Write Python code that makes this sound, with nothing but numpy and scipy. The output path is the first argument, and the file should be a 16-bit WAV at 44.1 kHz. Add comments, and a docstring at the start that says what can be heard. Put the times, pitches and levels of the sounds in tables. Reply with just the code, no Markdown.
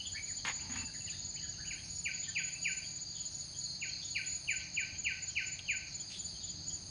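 """Sharp falling whistles, repeated by one bird, echo off the walls and foliage of a weedy garden.
Farther off, other birds warble, pip, chip and twitter, smeared by scattering in leaves; one bird hisses.
Three crickets stridulate in pairs of pulses and a bush cricket buzzes on and off over an insect chorus.
Friction makes scuffs in the plants nearby and twigs tick; under it all lie a rumble, a hum and a hush."""
import sys
import numpy as np
from scipy import signal
from scipy.fft import rfft, irfft
from scipy.io import wavfile

SR = 44100
rng = np.random.default_rng(int(sys.argv[2]) if len(sys.argv) > 2 else 0)


def unload_wav(signal):
    """Save mono or channel-first audio to the path in sys.argv[1] as 16-bit WAV at rate SR, clipped to [-1, 1]."""
    wavfile.write(
        sys.argv[1],
        SR,
        np.round(np.clip(np.atleast_2d(signal).T, -1, 1) * 32767).astype(np.int16),
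    )


N = 304290


def whistler(top_hz=3107, bottom_hz=1534, resonance_hz=2395, skirt_db_per_octave=42, waver=0.013):
    """Resonance and reflection: a whistle dives an octave through the throat's favoured pitch and echoes."""
    # falling whistles: t/s, duration of the fall/s, relative level/dB
    whistles = [(1.702, 0.031, -34.5), (2.050, 0.043, -28.5), (2.350, 0.055, -27), (2.640, 0.059, -26.5),
                (3.813, 0.044, -32), (4.147, .049, -28), (4.473, 0.063, -26), (4.762, .056, -26.5),
                (5.045, 0.065, -26), (5.352, 0.062, -26), (5.677, 0.063, -26.5)]
    # reflections from ground and walls: delay/s, gain/dB
    echoes = [(.005, -7.5), (0.0176, -14.5), (.021, -13), (.031, -16), (0.045, -21)]
    rest = 0.38  # time held at the bottom pitch, as a share of the fall
    dry, walls = np.zeros((2, N))
    unsteady = 1 + waver * drift(60)
    for s, fall, db in whistles:
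        u = np.arange(0, 1 + rest, 1 / (fall * SR))
        dive_hz = top_hz * (bottom_hz / top_hz) ** u
        hz = np.maximum(dive_hz * unsteady[round(s * SR):][:len(u)], bottom_hz)
        resonance_db = -skirt_db_per_octave * np.abs(np.log2(hz / resonance_hz))
        rest_db = -16.5 - 20 * ((u - 1) / rest - .3) ** 2
        add(dry, s, tone(hz, db - 1.33 + np.maximum(resonance_db, rest_db)))
    for delay, echo_db in echoes:
        add(walls, delay, amp(echo_db) * dry)
    # leaves throw back the top of the call more strongly than its bottom
    top = signal.sosfilt(signal.butter(5, 3000, "high", fs=SR, output="sos"), dry)
    leaves = amp(-7) * scatter(dry, t60=0.61, delay=0.036) + amp(7) * scatter(top, t60=0.54, delay=0.0085)
    return dry + walls + leaves


def warbler(soft_note_s=.035, step_s=.06, low_hz=1400, high_hz=2923, max_glide=.35):
    """Frequency modulation: slurred notes with a burr, and softer ones between, pass through foliage."""
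    # clearest notes: t/s, duration/s, start f/Hz, end f/Hz, relative level/dB
    clear_notes = [(0, 0.012, 2850, 2840, -40), (.05, 0.021, 3050, 3390, -40.5),
                   (.13, 0.046, 1550, 1890, -51.5), (.154, 0.047, 2085, 2357, -42),
                   (.262, .06, 2700, 1433, -54.5), (.578, 0.049, 1900, 3330, -54.5),
                   (.768, 0.029, 2554, 2744, -42.5), (.931, 0.039, 2245, 1687, -57),
                   (1.069, 0.032, 3010, 2410, -48), (1.345, 0.038, 1600, 3100, -56.5),
                   (1.367, 0.03, 3050, 2830, -49), (1.42, 0.044, 1950, 1386, -58),
                   (1.575, 0.058, 1420, 1702, -54), (1.64, .03, 1944, 3310, -52),
                   (1.663, 0.032, 2910, 2820, -48), (2.266, .04, 1980, 1500, -53),
                   (2.385, .017, 2780, 3450, -47), (2.55, 0.028, 2587, 2640, -45.5)]
    # murmured phrases of soft notes: start t/s, end t/s, relative level/dB
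    phrases = [(.85, 1.1, -58), (1.399, 1.8, -60)]
    dry, notes = np.zeros(N), list(clear_notes)
    for start, end, db in phrases:
        for s, (late, pitch, glide) in zip(np.arange(start, end, step_s), rng.random(size=(30, 3))):
            hz = low_hz * (high_hz / low_hz) ** pitch
            glide_hz = max_glide * hz * (2 * glide - 1)
            notes.append((s + late * step_s / 2, soft_note_s, hz - glide_hz / 2, hz + glide_hz / 2, db))
    for s, *note in notes:
        add(dry, s, slur(*note, arch_hz=48.7, burr_hz=100))
    early = scatter(dry, t60=0.057, delay=0.002)
    tail = scatter(dry, t60=0.52, delay=0.011)
    return amp(-0.5) * dry + early + amp(-1.5) * tail


def pipper(first_s=.022, period_s=.351, length_s=.026, hz=3160, rise_hz=170):
    """Periodic repetition: a bird's faint rising pip, its scattered sound stronger than the direct."""
    dry = np.zeros(N)
    for s in np.arange(first_s, N / SR, period_s):
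        add(dry, s, slur(length_s, hz, hz + rise_hz, db=-59, burr_hz=130))
    return amp(-0.5) * dry + amp(4) * scatter(dry, t60=.2, delay=.003)


def far_birds(cycles=220, fall_hz=649):
    """Diffuse field: hoarse falling chips arrive from so far away that only scattered sound is heard."""
    # chips: t/s, start f/Hz, relative level/dB
    chips = [(1.095, 4100, -49.5), (1.47, 5900, -57), (1.83, 5900, -55), (1.938, 5850, -56),
             (2.21, 3780, -50), (2.625, 5900, -57.5), (3.135, 3590, -53.5), (3.298, 5950, -53),
             (3.87, 5870, -57), (4.0, 3860, -50), (4.017, 5800, -56), (4.61, 5950, -56), (5.294, 5830, -53),
             (5.383, 5750, -55), (5.87, 5830, -57), (6.111, 3930, -48), (6.39, 3900, -50),
             (6.67, 5700, -54)]
    dry = np.zeros(N)
    for s, hz, db in chips:
        add(dry, s, slur(cycles / hz, hz, hz - fall_hz, db, burr_hz=120))  # higher chips are shorter
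    hoarse = dry * drift(380)
    early = scatter(hoarse, t60=0.067, delay=0.0017)
    tail = scatter(hoarse, t60=.45, delay=0.0059)
    return amp(-1) * early + amp(2.5) * tail


def twitter(length_s=0.018, top_hz=4650, bottom_hz=3980):
    """Fast downward sweeps sound like ticks; fainter ones come at random from farther bushes."""
    # a small bird's flicks of pitch: t/s, relative level/dB
    flicks = [(3.611, -40.5), (3.655, -37), (3.695, -34.5), (3.890, -38.5), (3.927, -36), (4.082, -40),
              (4.160, -37.5), (4.313, -44)]
    dry = np.zeros(N)
    for s, db in flicks:
        add(dry, s, slur(length_s, top_hz, bottom_hz, db))
    for when, pitch, distance in rng.random(size=(40, 3)):
        shift_hz = 450 * pitch
        flick = slur(length_s, top_hz + shift_hz, bottom_hz + shift_hz, db=-47 - 5 * distance)
        add(dry, when * N / SR, flick)
    return amp(-1.5) * dry + amp(-2.5) * scatter(dry, t60=0.32, delay=0.021)


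def hissing_call(roughness_db=2.5):
    """Roughness: a bird's brief hissing call is broadband noise, made hoarse by fast changes of level."""
    # the call: t/s, rise/s, fall/s, level/dB
    call = (6.09, 0.03, .1, -49.5)
    # its spectrum: f/Hz, relative level/dB
    spectrum = [(1200, -24), (2000, -9), (2600, 0.5), (3600, -1), (5500, -6), (9000, -14), (10500, -30)]
    s, rise, fall, db = call
    envelope = amp(db) * curve([(s, 0), (s + rise, 1), (s + rise + fall, 0)])
    return envelope * noise(spectrum) * amp(roughness_db * drift(200))


def cricket(stretches, top_hz, sag_hz, stroke_s, spacing_s, wet_db, t60, wander_hz=14, uneven_db=0.77):
    """Stridulation: two wing strokes make a chirp, and the pitch follows the speed of the scraper."""
    u, dry = np.linspace(-1, 1, int(stroke_s * SR)), np.zeros(N)
    sag = sag_hz * (u + 0.14) ** 2  # the scraper reaches top speed before mid-stroke, then slows
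    slip_hz = 22 * drift(150)
    for first, end, period, db in stretches:
        for s, (force, tuning) in zip(np.arange(first, end, period), rng.standard_normal(size=(30, 2))):
            for middle in (s, s + spacing_s):
                hz = top_hz + wander_hz * tuning - sag + np.roll(slip_hz, -int(middle * SR))[:len(u)]
                add(dry, middle - stroke_s / 2, tone(hz, db + uneven_db * force) * (1 - u ** 2))
    return dry + amp(wet_db) * scatter(dry, t60, delay=.0055)


def crickets():
    """The ratio of direct to scattered sound sets three crickets, each with its own pitch, at a distance."""
    # stretches of chirping at a steady tempo: first pulse t/s, end t/s, chirp period/s, relative level/dB
    near_chirps = [(.076, 1.42, .2445, -37.5), (1.996, 3.33, .243, -35.5), (4.276, 6.08, 0.24, -35),
                   (6.203, 6.82, .2445, -35.5)]
    far_chirps = [(.238, 4.41, .2387, -44), (6.675, 6.82, .24, -44.5)]
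    low_chirps = [(.35, 1.7, .252, -44.5), (2.118, 3.18, .237, -42), (3.69, 4.28, .235, -47),
                  (6.04, 6.82, 0.22, -44)]
    near = cricket(near_chirps, top_hz=6971, sag_hz=270, stroke_s=.034, spacing_s=.055, wet_db=-10, t60=.19)
    far = cricket(far_chirps, top_hz=6840, sag_hz=209, stroke_s=.036, spacing_s=.054, wet_db=2.5, t60=.17)
    low = cricket(low_chirps, top_hz=4796, sag_hz=330, stroke_s=.026, spacing_s=.043, wet_db=-.5, t60=.39,
                  wander_hz=50)
    return amp(-0.84) * near + amp(1.5) * far + amp(-2.5) * low


def bush_cricket(stroke_hz=119, depth=0.19, rise_s=0.28, fall_s=0.098):
    """Amplitude modulation: fast wing strokes pulse a thin band of noise that swells and stops."""
    # buzzes: start t/s, end t/s, level/dB
    buzzes = [(-.3, 0.443, -67.5), (0.558, 1.243, -67), (1.526, 2.156, -64), (2.255, 2.963, -66),
              (3.113, 3.81, -65), (3.953, 4.622, -65), (5.93, 6.443, -65), (6.636, 7.2, -64.5)]
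    # spectrum of the buzz: f/Hz, relative level/dB
    spectrum = [(7500, -29.5), (8600, -8.5), (9200, -1), (9570, 5), (10000, -8), (10400, -20),
                (11000, -41.5)]
    t = np.arange(N) / SR
    envelope = sum(amp(db) * np.clip(np.minimum((t - start) / rise_s, (end - t) / fall_s), 0, 1)
                   for start, end, db in buzzes)
    strokes = sine(stroke_hz * (1 + 0.0097 * drift(3.3)))
    return envelope * (1 + depth * strokes) * noise(spectrum)


def plants(attack_s=0.0029):
    """Friction and damped vibration: gritty scuffs over a soft thud, and twig ticks that die away."""
    # scuffs: t/s, duration/s, rasp level/dB, thud level/dB
    scuffs = [(.448, 0.012, -34, -55), (0.455, 0.048, -39.5, -69), (0.474, 0.027, -43, -65),
              (0.495, 0.034, -41, -64), (0.565, 0.011, -55, -67), (0.587, 0.15, -59, -69),
              (0.695, 0.11, -52, -51), (.755, 0.042, -50.5, -57), (0.792, 0.068, -54, -48.5)]
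    # ticks of twigs and leaves: t/s, time to decay by 60 dB/s, level/dB
    ticks = [(2.826, 0.011, -53), (3.054, 0.011, -62), (5.591, 0.052, -38.5), (6.675, 0.014, -57)]
    # spectra of rasp, thud and tick: f/Hz, relative level/dB
    rasp_spectrum = [(180, -58), (300, -28), (369, -45), (497, -13.5), (594, -24), (835, -7), (1010, -7),
                     (1430, -9), (2130, -2), (2580, -7), (4610, -17), (5840, -26), (6780, -26), (7410, -30),
                     (10400, -34), (13500, -65), (22000, -120)]
    thud_spectrum = [(40, -23), (90, 10.5), (150, -20), (250, 10.5), (330, -17), (600, -29), (850, -18),
                     (1300, -45)]
    tick_spectrum = [(700, -38), (2000, -19), (2800, 12.5), (3600, 4), (4500, -11), (7000, -15),
                     (10000, -18), (11000, -36)]
    # a faint sinking ring after the first scuff: t/s, duration/s, start f/Hz, end f/Hz, level/dB
    ring_note = (.5, 0.46, 930, 740, -60)
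    t = np.arange(N) / SR
    rasp, thud, tick, ring = np.zeros((4, N))
    for s, length, rasp_db, thud_db in scuffs:
        stroke = np.clip(np.minimum((t - s) / attack_s, 2 * (s + length - t) / length), 0, 1)
        rasp += amp(rasp_db) * stroke
        thud += amp(thud_db) * stroke
    for s, t60, db in ticks:
        add(tick, s, amp(db) * np.exp(-np.log(1000) * t[:SR // 2] / t60))
    add(ring, ring_note[0], slur(*ring_note[1:], burr_hz=110))
    grit = rasp * noise(rasp_spectrum) * amp(1.2 * drift(400))
    dry = grit + thud * noise(thud_spectrum) + tick * noise(tick_spectrum) + ring
    return dry + amp(-16) * scatter(dry, t60=0.42, delay=.015)


def chorus(high_db=-52.5, shimmer_db=1.56, swell_db=0.54):
    """Incoherent summation: distant insects merge into two noise bands; the nearest trills show through."""
    # spectra of the two registers: f/Hz, relative level/dB
    low_spectrum = [(3000, -31.5), (3700, -17), (4000, -5.5), (4300, 3.5), (4650, 4.5), (4900, 0),
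                    (5150, -7.5), (5450, -36), (7000, -47.5)]
    high_spectrum = [(5500, -46), (5900, -16.5), (6100, -3), (6300, 6), (6550, 9), (6800, -2), (7000, -9.5),
                     (7250, -15.5), (7800, -66)]
    # course of the lower band: t/s, level/dB
    low_levels = [(0, -50), (1.8, -51), (3.4, -50.5), (3.65, -48), (4.1, -49), (4.4, -50.5), (5.8, -51.5),
                  (6.3, -49.5), (6.9, -51.5)]
    trill = 1 + 0.16 * sine(hz=61 + drift(3.7)) + 0.11 * sine(hz=144 + drift(3.7))
    low = noise(low_spectrum) * amp(curve(low_levels) + shimmer_db * drift(21))
    high = noise(high_spectrum) * amp(high_db + swell_db * drift(3.9))
    return low + trill * high


def air(hush_db=-63):
    """Ambient noise: a far-off rumble, a faint wavering hum and the even hush of open air superpose."""
    # partials of the hum: f/Hz, level/dB
    partials = [(139, -64), (167, -65), (236, -80), (300, -73)]
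    # swell of the hum: t/s, gain/dB
    swell = [(0, -0.5), (2, 2), (4.7, 1), (5.6, -5.5), (6.2, -3), (6.6, 6), (6.9, 12)]
    # spectra of rumble and hush: f/Hz, relative level/dB
    rumble_spectrum = [(20, -19.5), (40, -8.5), (60, -2.5), (95, 1.5), (118, -4), (180, -6.5), (230, -12.5),
                       (360, -17), (480, -29), (700, -44.5)]
    hush_spectrum = [(300, -4), (490, -8.5), (600, 1), (900, -2.5), (1050, -8), (1400, -6), (2600, -5),
                     (5500, -9), (7700, -17.5), (9700, -13), (10500, -37.5)]
    # course of the rumble: t/s, level/dB
    rumble_levels = [(0, -56.5), (.6, -54.5), (1.8, -55), (2.5, -58.5), (4.75, -58), (5.0, -54), (5.3, -58),
                     (6.9, -53.5)]
    hum = sum(tone(hz + 3 * drift(5), db + curve(swell) + 2 * drift(3)) for hz, db in partials)
    rumble = noise(rumble_spectrum) * amp(curve(rumble_levels))
    return rumble + hum + amp(hush_db) * noise(hush_spectrum)


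def scatter(x, t60, delay, count=3, clump_db=3):
    """Multiple scattering: leaves and stems return a clumpy, decaying tail that changes as they sway."""
    t = np.arange(SR) / SR
    decay = np.exp(-np.log(1000) * t / t60) * (1 - np.exp(-(t / delay) ** 2))
    out, knots = np.zeros(N), np.linspace(0, 1, 160)
    for k in range(count):
        clumps = amp(clump_db * np.interp(t, knots, rng.standard_normal(len(knots))))
        taps = rng.choice([-1, 1], SR) * (rng.random(SR) < .1) * decay * clumps
        sway = np.sqrt(2 / count) * np.cos(np.pi * (np.arange(N) / SR + k / count))
        out += signal.fftconvolve(x * sway, taps / np.linalg.norm(taps))[:N]
    return out


def slur(length, start_hz, end_hz, db, arch_hz=0, burr_hz=0):
    """A glide that swells and fades; its pitch bows upward by arch_hz and shakes by burr_hz."""
    u = np.linspace(0, 1, int(length * SR))
    knots = np.arange(200) / 700
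    shake = np.interp(u * length, knots, rng.standard_normal(len(knots)))
    bow = np.sin(np.pi * u)
    return tone(start_hz + (end_hz - start_hz) * u + arch_hz * bow + burr_hz * shake, db) * bow


def tone(hz, db):
    """A pure tone of random phase that follows pitch and level curves, with tapered ends."""
    return amp(db) * sine(hz, rng.random()) * signal.windows.tukey(len(hz), .1)


def sine(hz, start_turns=0):
    """Phase is the running integral of frequency."""
    return np.sin(2 * np.pi * (np.cumsum(hz) / SR + start_turns))


def noise(spectrum):
    """Spectral shaping: noise of rms 1 from points of f/Hz, relative level/dB."""
    hz, db = np.transpose(spectrum)
    log_hz = np.log(np.fft.rfftfreq(N, 1 / SR) + 1)
    return shaped_noise(amp(np.interp(log_hz, np.log(hz + 1), db, left=-90, right=-90)))


def drift(rate_hz):
    """Random fluctuation of rms 1, band-limited to about rate_hz."""
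    return shaped_noise(np.exp(-(np.fft.rfftfreq(N, 1 / SR) / rate_hz) ** 2))


def shaped_noise(gains):
    """White noise weighted frequency by frequency, then scaled to rms 1."""
    x = irfft(rfft(rng.standard_normal(N)) * gains, N)
    return x / np.sqrt(np.mean(x ** 2) + 1e-20)


def curve(points):
    """Linear interpolation through points of t/s, value."""
    return np.interp(np.arange(N) / SR, *np.transpose(points))


def amp(db):
    """Amplitude ratio of a level in decibels."""
    return 10 ** (np.asarray(db) / 20)


def add(mix, s, sound):
    """Superposes a sound on the mix at time s."""
    start = round(s * SR)
    sound = sound[max(-start, 0):]
    part = mix[max(start, 0):][:len(sound)]
    part += sound[:len(part)]


def scene():
    """Superposition: the pressures from birds, insects, plants and open air add at one point."""
    songs = whistler() + warbler() + pipper() + far_birds() + twitter()
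    return (songs + crickets() + bush_cricket() + chorus() + plants() + hissing_call() + air())[None]


def record(dry):
    """Band limiting: a steep low-pass filter removes the highest treble."""
    cutoff_hz = 10600
    lowpass = signal.firwin(401, cutoff_hz, window=("kaiser", 8), fs=SR)
    return signal.oaconvolve(dry, lowpass[None], "same")


dry = scene()
out = record(dry)
unload_wav(out)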